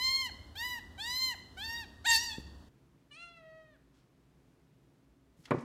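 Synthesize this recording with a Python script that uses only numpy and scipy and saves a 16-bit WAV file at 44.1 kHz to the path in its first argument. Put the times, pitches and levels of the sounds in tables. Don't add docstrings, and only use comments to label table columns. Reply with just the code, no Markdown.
import sys
import numpy as np
from scipy import signal
from scipy.fft import rfft, irfft
from scipy.io import wavfile
from scipy.ndimage import uniform_filter1d

SR = 44100
rng = np.random.default_rng(int(sys.argv[2]) if len(sys.argv) > 2 else 0)


def how_loud(loudness_db):
    steps = np.asarray(loudness_db, float) / 20
    return 10 ** steps


def transcribe(signal):
    frames = np.atleast_2d(signal).T
    limited = np.clip(frames, -1, 1)
    pcm = np.round(limited * 32767).astype(np.int16)
    wavfile.write(sys.argv[1], SR, pcm)


N = 248724


def rms_one(x):
    return x / np.sqrt(np.mean(x ** 2) + 1e-20)


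def at_hz(points, hz):
    table_hz, value = np.transpose(points)
    return np.interp(np.log(hz + 1), np.log(table_hz), value)


def band(x, low_hz, high_hz):
    return signal.sosfilt(signal.butter(2, [low_hz, high_hz], "band", fs=SR, output="sos"), x)


def wobble(hz, size):
    settle = 4000
    noise = rng.standard_normal(size + settle)
    slow = signal.sosfilt(signal.butter(2, hz, fs=SR, output="sos"), noise)
    return rms_one(slow[settle:])


def peak(hz, centre_hz, width_hz):
    return 1 / np.sqrt(1 + ((hz ** 2 - centre_hz ** 2) / (hz * width_hz)) ** 2)


def room_tone(spectrum, db, flicker_db):
    colour = how_loud(at_hz(spectrum, np.fft.rfftfreq(N, 1 / SR)))
    noise = irfft(rfft(rng.standard_normal(N)) * colour, N)
    return how_loud(db + flicker_db * wobble(1.9, size=N)) * rms_one(noise)


def room(x, t60, wet_db, floor_ms, floor_db):
    t = np.arange(SR) / SR
    response = 0
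    for low_hz in 40 * 2. ** np.arange(9):
        noise = band(rng.standard_normal(SR), low_hz, min(2 * low_hz, 20000))
        response = response + noise * how_loud(-60 * t / at_hz(t60, np.sqrt(2) * low_hz))
    response *= np.clip(t / 0.0015 - 1, 0, 1)
    response *= how_loud(wet_db) / np.sqrt(np.sum(response ** 2))
    response[0] += 1
    response += how_loud(floor_db) * np.sinc(np.arange(SR) - floor_ms * SR / 1000)
    return signal.fftconvolve(x, response)[:N]


# (frequency [Hz], relative density [dB per Hz])
QUIET_ROOM_TONE = [(15, -21), (25, -22.5), (61, 3.5), (77, -7), (86, -13), (133, 3.5), (240, -10),
                   (274, 1.5), (305, -12.5), (331, -5), (482, -14.5), (722, -18), (782, -21.5),
                   (848, -19.5), (15500, -42)]
# (frequency [Hz], time to fall 60 dB [s])
QUIET_ROOM_T60 = [(250, 0.24), (1500, 0.66), (12000, 0.076)]


def quiet_room(sounds):
    heard = room(sounds, QUIET_ROOM_T60, wet_db=-14.0, floor_ms=0.9, floor_db=-23.0)
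    return heard + room_tone(QUIET_ROOM_TONE, db=-66, flicker_db=.5)


# (frequency [Hz], relative density [dB per Hz])
TILED_ROOM_TONE = [(15, -37), (25, -13), (75, 7), (160, -9.5), (240, -3), (445, -14.5), (848, -17.5),
                   (945, -17.5), (1380, -23.5), (1900, -22.5), (2230, -39), (3000, -27.5), (3530, -28),
                   (15500, -44.5)]
# (frequency [Hz], time to fall 60 dB [s])
TILED_ROOM_T60 = [(250, 1), (1500, 0.75), (5000, 0.72), (9000, 0.46), (15000, 0.4)]


def tiled_room(sounds):
    heard = room(sounds, TILED_ROOM_T60, wet_db=-13.5, floor_ms=1.2, floor_db=-21.0)
    return heard + room_tone(TILED_ROOM_TONE, db=-55, flicker_db=.5)


# (time [s], time scale [s], level [dB], low edge [Hz], high edge [Hz])
FUR_BRUSHES = [(2.384, 0.022, -65.5, 926, 13520), (3.929, 0.075, -77, 782, 5780),
               (5.363, 0.095, -76, 1500, 11690), (5.436, 0.025, -65.5, 1200, 5970),
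               (5.454, 0.007, -51, 1300, 5095), (5.469, 0.026, -62, 250, 2200),
               (5.505, 0.0063, -56, 3000, 9400), (5.53, 0.056, -68.5, 2500, 6750),
               (5.583, 0.014, -63, 2500, 6330), (5.603, 0.021, -66, 2480, 7880)]


def brushes():
    out = np.zeros(N)
    for s, length_s, db, low_hz, high_hz in FUR_BRUSHES:
        u = np.arange(0, 3, 1 / (length_s * SR))
        unevenness = how_loud(2.4 * wobble(450, size=SR)[:len(u)])
        grains = rng.standard_normal(SR)[:len(u)] * unevenness
        swell = 2 * np.e * u * np.exp(-2 * u)
        brush = how_loud(db) * swell * rms_one(band(grains, low_hz, high_hz))
        at = round(s * SR)
        out[at:at + len(u)] += brush[:N - at]
    return out


def blows(events, modes, crack_db, crack_t60, low_hz):
    out, t = np.zeros(N), np.arange(SR // 2) / SR
    spread_db = 3 * rng.standard_normal((len(events), len(modes)))
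    detune = 1 + 0.0703 * rng.standard_normal((len(events), len(modes)))
    cracks = rng.standard_normal((len(events), len(t))) * how_loud(crack_db - 60 * t / crack_t60)
    for (s, db, hard_hz), own_db, own_tune, crack in zip(events, spread_db, detune, cracks):
        ring = 0
        for (hz, mode_db, t60), offset_db, tune in zip(modes, own_db, own_tune):
            ring = ring + how_loud(mode_db + offset_db - 60 * t / t60) * np.sin(2 * np.pi * hz * tune * t)
        soft = signal.butter(4, hard_hz, fs=SR, output="sos")
        at = round(s * SR)
        out[at:at + len(t)] += how_loud(db) * signal.sosfilt(soft, ring + crack)[:N - at]
    return signal.sosfilt(signal.butter(4, low_hz, "high", fs=SR, output="sos"), out)


# (time [s], level [dB], hardness as low-pass corner [Hz])
TOWER_KNOCKS = [(5.39, -52.5, 304), (5.5085, -28.5, 2500), (5.512, -32, 1900), (5.516, -24.5, 1500),
                (5.526, -40.5, 1200), (5.534, -41.5, 1060), (5.543, -30.5, 990), (5.572, -35, 383)]
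# (nominal frequency [Hz], mean level [dB], time to fall 60 dB [s])
TOWER_RINGING = [(146.4, -5, 0.09), (170, -5.5, 0.11), (258, -12, 0.57), (320, -5.5, 0.038),
                 (379, -5.5, 0.087), (485, -1, 0.095), (694, -5.5, 0.03), (770, -19.5, 0.043),
                 (920, -7, 0.033), (1140, -3, 0.029), (1500, -12, 0.065), (1900, -11.5, 0.03)]


def tower_knocks():
    return blows(TOWER_KNOCKS, TOWER_RINGING, crack_db=7, crack_t60=.055, low_hz=112)


# (time [s], level [dB], hardness as low-pass corner [Hz])
KITTEN_LANDING = [(2.382, -37.5, 473), (2.398, -42, 450)]
# (nominal frequency [Hz], mean level [dB], time to fall 60 dB [s])
FLOOR_RINGING = [(74, -9, 1), (153, -13, 0.35), (247, 3, 0.035), (302, -5.5, 0.048), (417, 3, 0.012)]


def landing():
    return blows(KITTEN_LANDING, FLOOR_RINGING, crack_db=-6, crack_t60=.06, low_hz=55)


def breath(treble, tongue_low, tongue_high, phase):
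    air = rng.standard_normal((len(treble), len(phase))) * (1 + 0.35 * np.cos(phase))
    once = band(air[0], tongue_low, 1.4 * tongue_high)
    rasp = rms_one(band(once, tongue_low, 1.4 * tongue_high))
    hiss = 0
    for (hz, width, db), noise in zip(treble[1:], air[1:]):
        narrow = band(band(noise, hz - width, hz + width), hz - 1.8 * width, hz + 1.6 * width)
        hiss = hiss + how_loud(db) * rms_one(narrow)
    return rasp, rms_one(hiss)


# (time [s], half length [s], rasp gained [dB], depth of the strong-weak pulse pattern [0-1])
VOICE_CRACK = (2.135, .045, 14, .2)


def voice(calls, colours, husks, by_mouth, by_sag, throat, treble, jitter, shimmer_db, count):
    upper_shut_db, upper_open_db = -25, 16.5
    husk_per_octave, husk_most = 3.5, .72
    gape = 0.26
    crack_s, crack_half_s, crack_rasp_db, crack_depth = VOICE_CRACK
    (jaw_low, jaw_high, jaw_width), (tongue_low, tongue_high, tongue_width) = throat
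    out = np.zeros(N)
    for rows, (*colour, slope_db), husk in zip(calls, colours, husks):
        s, *columns = np.transpose(rows)
        start, stop = round(max(s[0], 0) * SR), round(s[-1] * SR)
        t = np.arange(start, stop) / SR
        size = len(t)
        hz, db, mouth, tongue = [np.interp(t, s, c) for c in columns]
        hz = uniform_filter1d(hz, size=600, mode="nearest")
        mouth = np.clip(mouth, 0, 1)
        sag = np.log2(hz.max() / hz)
        late = uniform_filter1d(1. * (t > t[db.argmax()]), size=2000)

        shades = []
        for base, gain, rise, fall in zip(colour, by_mouth, *by_sag):
            shades.append(base + gain * (mouth - .5) + (rise + (fall - rise) * late) * sag)
        jaw, treble_db, nose_db, rasp_db = shades
        tilted = [(f, w, d + slope_db * np.log2(f / treble[1][0])) for f, w, d in treble]
        upper_db = upper_shut_db + (upper_open_db - upper_shut_db) * mouth
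        husk = np.clip(husk + husk_per_octave * sag * (1 - late / 2), 0, husk_most)
        cracked = np.exp(-((t - crack_s) / crack_half_s) ** 4 / 2)
        jaw = jaw + gape * np.cumsum(cracked) / (2 * crack_half_s * SR)
        rasp_db = rasp_db + crack_rasp_db * cracked

        hz = hz * (1 + jitter * how_loud(rasp_db / 2) * wobble(84, size))
        hz = hz * (1 + (.008 * cracked + .2 * late * sag ** 2) * wobble(40, size))
        phase = 2 * np.pi * np.cumsum(hz) / SR
        jaw_hz = jaw_low * (jaw_high / jaw_low) ** jaw
        tongue_hz = tongue_low * (tongue_high / tongue_low) ** tongue

        body, body_power, top, top_power = 0, 0, 0, 0
        for k in range(1, count + 1):
            shimmer = how_loud(shimmer_db * np.sqrt(k) * wobble(23, size))
            overtone = shimmer * np.cos(k * phase - 0.07 * k ** 2)
            overtone *= 1 + 0.66 * (k - 1) * how_loud(rasp_db) * wobble(190, size)
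            overtone *= 1 + (k > 2) * crack_depth * cracked * np.cos(phase / 2)
            low = peak(k * hz, jaw_hz, jaw_width) ** 1.4
            low += how_loud(upper_db) * peak(k * hz, tongue_hz, tongue_width) ** 2.15
            low /= 1 + (k * hz / (1.6 * tongue_high)) ** 6
            low += how_loud(nose_db) * (k == 1)
            high = sum(how_loud(d) * peak(k * hz, f, w) ** 2.5 for f, w, d in tilted)
            body = body + low * overtone
            body_power = body_power + low ** 2 / 2
            top = top + high * overtone * (1 + 1.1 * husk * wobble(45, size))
            top_power = top_power + high ** 2 / 2

        rasp, hiss = breath(tilted, tongue_low, tongue_high, phase)
        first_hz, first_width, first_db = tilted[0]
        total_power = sum(how_loud(2 * d) * w for f, w, d in tilted)
        airy = 1 - how_loud(2 * first_db) * first_width / total_power
        top = np.sqrt(1 - husk) * top / np.sqrt(top_power) + np.sqrt(husk * airy) * hiss
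        edge = np.clip(np.minimum(t - s[0] + (start == 0), s[-1] - t) / 0.0017, 0, 1)
        cry = body / np.sqrt(body_power) + how_loud(treble_db) * top + how_loud(rasp_db) * rasp
        out[start:stop] += how_loud(db) * edge * cry
    return out


# (time [s], pitch [Hz], level [dB], mouth opening [0-1], tongue forward [0-1])
CAT_CALLS = [
    [(3.105, 598, -79, 0.3, 0.56), (3.115, 579, -56, 0.67, 0.68), (3.14, 591, -57, 0.9, 0.48),
     (3.175, 666.5, -55.5, 0.76, 0.69), (3.23, 692, -48.5, 0.76, 0.59), (3.335, 679, -62, 0.6, 0.8),
     (3.375, 670.5, -56.5, 0.57, 0.45), (3.42, 644, -62, 0.15, 0.37), (3.46, 641, -57, 0.018, 0.89),
     (3.61, 636, -58, 0.026, 0.86), (3.69, 621, -64.5, 0.032, 1), (3.74, 591, -68, 0.27, 1),
     (3.77, 506, -71.5, .23, 0.75)],
]
# (lowest resonance [Hz], highest [Hz], width [Hz])
CAT_JAW_TONGUE = [(900, 3500, 430), (1770, 3600, 530)]
# (frequency [Hz], width [Hz], level before the treble slope [dB])
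CAT_TREBLE_PEAKS = [(4070, 380, 17), (6070, 2300, -0.5), (8800, 800, -2.5)]
# (jaw [0-1], treble [dB], nasal [dB], rasp against the voice [dB], treble slope [dB per octave])
CAT_COLOURS = [(0.41, -19, -8.5, -52, .1)]
# (jaw [0-1], treble [dB], nasal [dB], rasp [dB])
CAT_MOUTH_GAIN = (-0.14, 32, -23.5, 8)
# (jaw [0-1], treble [dB], nasal [dB], rasp [dB])
CAT_SAG_GAIN = [(-.1, 16, -21, 5), (-.1, 13, -5, 5.7)]
CAT_BREATHY = [.25]


def cat_meow():
    return voice(CAT_CALLS, CAT_COLOURS, CAT_BREATHY, CAT_MOUTH_GAIN, CAT_SAG_GAIN,
                 CAT_JAW_TONGUE, CAT_TREBLE_PEAKS, jitter=0.019, shimmer_db=0.43, count=15)


# (time [s], pitch [Hz], level [dB], mouth opening [0-1], tongue forward [0-1])
KITTEN_CALLS = [
    [(0.0, 990, -36.5, 0.52, 0.32), (0.035, 1040, -32.5, 0.9, 0.34), (0.07, 1047, -31, 0.67, 0.61),
     (0.16, 1066, -31.5, 0.87, 0.5), (0.21, 1062, -33.5, 0.82, 0.49), (0.245, 1027, -36.5, .5, 0.05),
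     (0.27, 970, -38, .37, 0), (0.288, 933, -56.5, .05, .05), (0.301, 723, -52, .05, 0.4)],
    [(0.553, 770, -53, 0.4, 0.7), (0.56, 773, -47, 0.73, 0.05), (0.58, 889, -44, 0.97, 0.48),
     (0.61, 924, -38, 0.6, 0.51), (0.65, 993, -37, 0.4, 0.63), (0.73, 984, -39.5, 0.34, 0.48),
     (0.788, 916, -45, 0.07, 1), (0.802, 768, -69, 0.6, 0)],
    [(0.977, 791, -59, 0.9, 0.5), (0.986, 753, -46, 0.32, 0.18), (1.01, 858, -42.5, 0.91, 0.33),
     (1.08, 968.4, -38, 0.62, 0.59), (1.19, 1032, -35.5, 0.86, 0.53), (1.24, 1044, -31.5, 0.76, 0.47),
     (1.285, 1027, -36, 0.88, 0.35), (1.32, 965, -39, 0.33, 0), (1.34, 900, -49, 0.02, .05),
     (1.351, 640, -53, 0, 0.3)],
    [(1.565, 674, -68, 0.1, 0.05), (1.575, 754, -47.5, 0.2, 0), (1.6, 787, -44, 0.78, 0.26),
     (1.64, 894.5, -41.5, 0.8, 0.4), (1.73, 929.4, -41, 0.49, 0.93), (1.78, 942.5, -42, 0.65, 0.4),
     (1.815, 915.6, -43, 0.44, 0.71), (1.84, 835, -50.5, .1, 0.2), (1.855, 730, -63.5, 0.7, 0.5)],
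    [(2.043, 691, -56.5, .5, 0.8), (2.052, 728, -40.5, 0.64, 0.25), (2.068, 957, -29.5, 0.66, 0.4),
     (2.095, 914, -26, 0.52, 0.51), (2.13, 925, -24, 0.6, 0.57), (2.16, 893, -23.5, 0.86, 0.63),
     (2.2, 932, -38.5, 0.72, 0.83), (2.245, 971, -39.5, 0.7, 0.84), (2.275, 933, -41.5, 0.82, 0.7),
     (2.305, 880, -42, 0.66, 0.56), (2.335, 844.5, -46.5, .9, 0.16), (2.385, 920, -60, 0, 0)],
]
# (lowest resonance [Hz], highest [Hz], width [Hz])
KITTEN_JAW_TONGUE = [(1200, 3100, 897), (2900, 5870, 800)]
# (frequency [Hz], width [Hz], level before the treble slope [dB])
KITTEN_TREBLE_PEAKS = [(6300, 500, -3), (7500, 600, 2), (9700, 700, -6), (13400, 1500, -3)]
# (jaw [0-1], treble [dB], nasal [dB], rasp against the voice [dB], treble slope [dB per octave])
KITTEN_COLOURS = [(.55, -20, -18, -46, -0.5), (0.51, -16.5, -19, -43.5, 14), (0.53, -15.5, -17, -45.5, -1),
                  (0.5, -20.5, -15, -42, 11.5), (0.4, -14, -16, -35.5, -4.5)]
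# (jaw [0-1], treble [dB], nasal [dB], rasp [dB])
KITTEN_MOUTH_GAIN = (0.067, 1.5, 1.2, .1)
# (jaw [0-1], treble [dB], nasal [dB], rasp [dB])
KITTEN_SAG_GAIN = [(-.7, -3, 23, 34), (-.5, -16, 48.5, 36.5)]
KITTEN_BREATHY = [.02, .62, .05, .72, .4]


def kitten_mews():
    return voice(KITTEN_CALLS, KITTEN_COLOURS, KITTEN_BREATHY, KITTEN_MOUTH_GAIN, KITTEN_SAG_GAIN,
                 KITTEN_JAW_TONGUE, KITTEN_TREBLE_PEAKS, jitter=0.025, shimmer_db=0.9649, count=16)


def scene():
    cut_s, fade_s = 2.693, 0.0085
    first = np.clip((cut_s - np.arange(N) / SR) / fade_s, 0, 1)
    fur = brushes()
    tiled = tiled_room(kitten_mews() + landing() + fur)
    cat = cat_meow() + tower_knocks() + fur
    quiet = quiet_room(cat * (1 - first))
    return (first * tiled + (1 - first) * quiet)[None]


def top_cut(x):
    return signal.sosfilt(signal.butter(12, 15730, fs=SR, output="sos"), x)


def record(dry):
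    return top_cut(dry)


dry = scene()
out = record(dry)
transcribe(out)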